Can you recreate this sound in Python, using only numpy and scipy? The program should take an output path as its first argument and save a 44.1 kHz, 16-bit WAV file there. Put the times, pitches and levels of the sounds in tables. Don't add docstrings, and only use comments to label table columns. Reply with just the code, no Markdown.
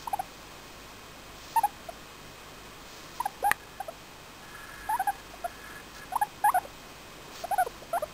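import sys
import numpy as np
from scipy import signal
from scipy.fft import rfft, irfft, next_fast_len
from scipy.io import wavfile
from scipy.ndimage import map_coordinates

SR = 44100
rng = np.random.default_rng(int(sys.argv[2]) if len(sys.argv) > 2 else 0)


def store_wav(level_fs):
    pcm = np.round(np.clip(np.atleast_2d(level_fs), -1, 1) * 32767)
    wavfile.write(sys.argv[1], SR, pcm.T.astype(np.int16))


N = 358533

# frequency in Hz, relative level in dB.
HISS_EQ = [(20, -14.5), (120, -11), (300, -7.5), (670, -11), (1100, -10), (1450, -13), (2490, -16),
           (5400, -17.5)]
# frequency in Hz, relative level in dB.
RUMBLE_EQ = [(10, -3), (25, 3), (35, -19), (50, 2), (65, -14), (100, -12), (200, -40)]
# frequency in Hz, rms level in dB.
HUM_AND_WHINE = [(50, -61), (100, -66), (150, -64), (1077, -64), (2520, -62), (3145, -68), (3176, -66.5)]
# middle in seconds, length in seconds, level in dB.
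FUR_STROKES = [(.01, 0.085, -42.5), (.55, 0.86, -51), (1.514, 0.3, -42.5), (2.966, 0.27, -45),
               (3.204, .18, -43.5), (5.969, 0.054, -42.5), (7.385, 0.12, -38.5), (7.6, 0.38, -49)]
# frequency in Hz, relative level in dB.
FUR_EQ = [(500, -7), (1500, -5), (2800, -6.5), (3500, -2), (4400, 1), (5500, -1)]
# start in seconds, length in seconds, level in dB,
# mid-call pitch in Hz, even glide across the call in Hz, closing flick in Hz.
CALLS = [(0.0722, 0.012, -22, 957, 190, 0), (0.1295, 0.02, -21.5, 800, 143, 37),
         (0.191, 0.019, -22.5, 767, 40, 0), (1.559, 0.04, -18, 902, -1, 52),
         (1.6331, .029, -18.5, 830, 64, -39), (1.8863, .016, -29.5, 686, -12, 0),
         (3.1997, 0.016, -20.5, 976, 107, 0), (3.254, 0.015, -19.5, 792, -140, 0),
         (3.425, 0.013, -27, 536, 150, 0), (3.439, .062, -21, 824, 145, -110),
         (3.7996, .018, -25, 792, 100, -2), (3.88, 0.021, -30.5, 658, 95, 0),
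         (4.889, 0.076, -23.5, 880, 144, 78), (4.993, .032, -22.5, 729, -105, 190),
         (5.07, 0.039, -21.5, 761, -175, 205), (5.3339, 0.016, -37.5, 700, 130, 0),
         (5.441, 0.026, -25, 716, 29, -60), (6.119, 0.027, -29.5, 756, 93, 0),
         (6.154, .018, -19.5, 950, 330, 50), (6.2126, .027, -19, 837, -4, 2),
         (6.439, 0.066, -18, 832, 6, 502), (6.542, 0.049, -19.5, 688, -160, 397),
         (6.648, 0.014, -34, 575, -45, 0), (7.437, .02, -27, 708, 160, 0), (7.509, 0.042, -23, 790, 205, 0),
         (7.5795, 0.054, -19.5, 749, 3, -125), (7.662, 0.019, -29, 470, -220, 0),
         (7.82, .019, -39.5, 605, 348, 0), (7.929, 0.057, -24, 682, 22, 472),
         (8.0213, 0.024, -26, 609, 85, 6)]
# frequency in Hz, gain in dB.
THROAT_EQ = [(1100, 4.5), (1500, 0), (1700, 0), (1950, -2), (2400, -11)]
# scene time in seconds, second harmonic in dB, third harmonic in dB.
OVERTONE_MIX = [(.1, -18.5, -26), (1.6, -19.5, -26), (3.2, -14.5, -27), (3.6, -10, -37),
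                (6.3, -12.5, -31.5), (8, -10.5, -30)]
# frequency in Hz, time to fall 60 dB in seconds.
ROOM_DECAY = [(200, 0.42), (1000, 0.22), (5000, 0.033)]
# start in seconds, level
# in dB.
CLICK_ARRIVALS = [(3.5145, -3.5), (3.517, -18), (3.522, -22)]
# frequency in Hz, level in dB, time to fall 60 dB in seconds.
CLICK_RING = [(1230, -9.5, 0.013), (1790, -2.5, 0.017), (2320, -18, 0.0076), (4220, -11, 0.0041)]
# start in seconds, length in seconds, rms level in dB.
MOTOR_RUNS = [(3.6, .22, -56), (4.425, 0.14, -52.5), (4.545, 0.46, -47.5), (5.02, 0.2, -55),
              (5.425, .22, -52.5), (5.639, .17, -47), (5.956, 0.095, -49.5)]
# centre in Hz, width in Hz, relative level in dB.
HOUSING_MODES = [(1330, 69, -10.5), (1687, 38, -2), (2120, 70, -19)]
# middle in seconds, length in seconds, level in dB.
ARM_SHIFTS = [(6.61, 0.21, -51.5), (7.288, 0.39, -51.5)]
# frequency in Hz, relative level in dB.
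CLOTH_EQ = [(100, -15), (320, 2), (650, -4), (1100, -4), (2500, -22)]

ATTACK_S, RELEASE_S = 0.0062, 0.0077
SAG_DB_PER_S, DULLING_DB_PER_S = 16, 66
SCOOP_SHARE, SCOOP_S, FLICK_S = 0.053, 0.0039, 0.00935
QUAVER_HZ, QUAVER_SHARE_PER_S = 26.9, 0.33
PURER_DB_PER_HZ = 0.04


def amp(db):
    return 10 ** (np.asarray(db) / 20)


def unit_rms(x):
    return x / np.sqrt(np.mean(x ** 2) + 1e-20)


def curve_at(points, hz):
    freqs, values = np.transpose(points)
    return np.interp(np.log(hz + 1), np.log(freqs + 1), values)


def filtered(x, response):
    size = next_fast_len(N + SR // 2)
    return irfft(rfft(x, size) * response(np.fft.rfftfreq(size, 1 / SR)), size)[:N]


def noise(eq):
    return unit_rms(filtered(rng.standard_normal(N), lambda hz: amp(curve_at(eq, hz))))


def wobble(rate):
    return map_coordinates(rng.standard_normal(int(N * rate / SR) + 4), [np.arange(N) * rate / SR])


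def fade_in(progress):
    return np.sin(np.pi / 2 * np.clip(progress, 0, 1))


def add(track, start_s, sound):
    start = max(round(start_s * SR), 0)
    track[start:start + len(sound)] += sound[:N - start]


def room_tone(hiss_db=-44, rumble_db=-59, drift_rad=0.3):
    t = np.arange(N) / SR
    tones = sum(amp(db) * unit_rms(np.sin(2 * np.pi * hz * t + drift_rad * wobble(6)))
                for hz, db in HUM_AND_WHINE)
    return amp(hiss_db) * noise(HISS_EQ) + amp(rumble_db) * noise(RUMBLE_EQ) + tones


def fur_strokes(grain_db=1.5, steepness=4):
    t = np.arange(N) / SR
    pressure = sum(amp(db) * np.exp(-np.abs(2 * (t - middle) / length) ** steepness)
                   for middle, length, db in FUR_STROKES)
    return pressure * unit_rms(noise(FUR_EQ) * amp(grain_db * wobble(280)))


def chirps(jitter=0.016, shimmer_db=0.62, fourth_vs_third_db=-13):
    out = np.zeros(N)
    waver = 1 + jitter * wobble(260)
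    flutter = amp(shimmer_db * wobble(150))
    times, second_dbs, third_dbs = np.transpose(OVERTONE_MIX)
    for start, length, db, pitch, glide, flick in CALLS:
        t = np.arange(int(length * SR)) / SR
        span = round(start * SR) + np.arange(len(t))
        contour = pitch + glide * (t / length - .5) + flick * np.exp((t - length) / FLICK_S)
        scoop = SCOOP_SHARE * np.exp(-t / SCOOP_S)
        quaver = QUAVER_SHARE_PER_S * length * np.cos(2 * np.pi * QUAVER_HZ * t)
        hz = contour * (1 - scoop - quaver)
        phase = 2 * np.pi * np.cumsum(hz * waver[span]) / SR
        second_db = np.interp(start, times, second_dbs) - PURER_DB_PER_HZ * max(glide, 0)
        third_db = np.interp(start, times, third_dbs)
        second = amp(second_db + curve_at(THROAT_EQ, 2 * hz)) * np.sin(2 * phase)
        upper = amp(third_db) * (np.sin(3 * phase) + amp(fourth_vs_third_db) * np.sin(4 * phase))
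        voicing = fade_in(t / ATTACK_S) * fade_in((length - t) / RELEASE_S)
        effort = amp(db - SAG_DB_PER_S * (t - length / 2)) * voicing * flutter[span]
        brightness = voicing * amp(-DULLING_DB_PER_S * (t - length / 2))
        add(out, start, effort * (np.sin(phase) + brightness * (second + upper)))
    return out


def room_reverb(x, predelay_s=0.00516):
    hz, t, spectrum = signal.stft(rng.standard_normal(SR // 2), SR, nperseg=256)
    decay = amp(-60 * t / curve_at(ROOM_DECAY, hz)[:, None])
    tail = signal.istft(spectrum * decay, SR, nperseg=256)[1]
    delayed = np.pad(x, (int(predelay_s * SR), 0))
    return signal.fftconvolve(delayed, tail / np.linalg.norm(tail))[:N]


def click(crack_db=-20, crack_t60_s=0.012, attack_s=0.00029):
    out = np.zeros(N)
    t = np.arange(SR // 20) / SR
    ring = sum(amp(db - 60 * t / t60) * np.sin(2 * np.pi * hz * t) for hz, db, t60 in CLICK_RING)
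    for start, db in CLICK_ARRIVALS:
        crack = amp(crack_db - 60 * t / crack_t60_s) * rng.standard_normal(len(t))
        add(out, start, amp(db) * fade_in(t / attack_s) * (ring + crack))
    return out


def motor_housing(hz):
    return sum((-1) ** k * amp(db) * 1j * hz * width / (centre ** 2 - hz ** 2 + 1j * hz * width)
               for k, (centre, width, db) in enumerate(HOUSING_MODES))


def motor_whirr(fade_s=.015):
    t = np.arange(N) / SR
    running = sum(amp(db) * np.clip(np.minimum(t - start, start + length - t) / fade_s + .5, 0, 1)
                  for start, length, db in MOTOR_RUNS)
    return running * unit_rms(filtered(rng.standard_normal(N), motor_housing))


def cloth_rustle():
    t = np.arange(N) / SR
    movement = sum(amp(db) * np.exp(-(2 * (t - middle) / length) ** 2)
                   for middle, length, db in ARM_SHIFTS)
    return movement * noise(CLOTH_EQ)


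def scene(reverb_db=-25):
    close = chirps() + click()
    reverb = amp(reverb_db) * room_reverb(close)
    return (close + reverb + fur_strokes() + cloth_rustle() + motor_whirr() + room_tone())[None]


def gain_control(x, threshold_db=-13, cut_db_per_db=0.25, release_s=0.5):
    excess_db = np.maximum(20 * np.log10(np.abs(x) + 1e-9) - threshold_db, 0)
    release = np.exp(-np.arange(N) / SR / release_s)
    held_db = np.maximum.accumulate(excess_db / release) * release
    smoothing = np.ones(SR // 100) / (SR // 100)
    return x * amp(-cut_db_per_db * signal.lfilter(smoothing, 1, held_db))


def record(dry, hold_samples=4, high_cut_hz=15650):
    low_band = filtered(gain_control(dry[0]), lambda hz: hz < SR / hold_samples / 2)
    steps = np.repeat(low_band[::hold_samples], hold_samples)[:N]
    return filtered(steps, lambda hz: hz < high_cut_hz)[None]


dry = scene()
out = record(dry)
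store_wav(out)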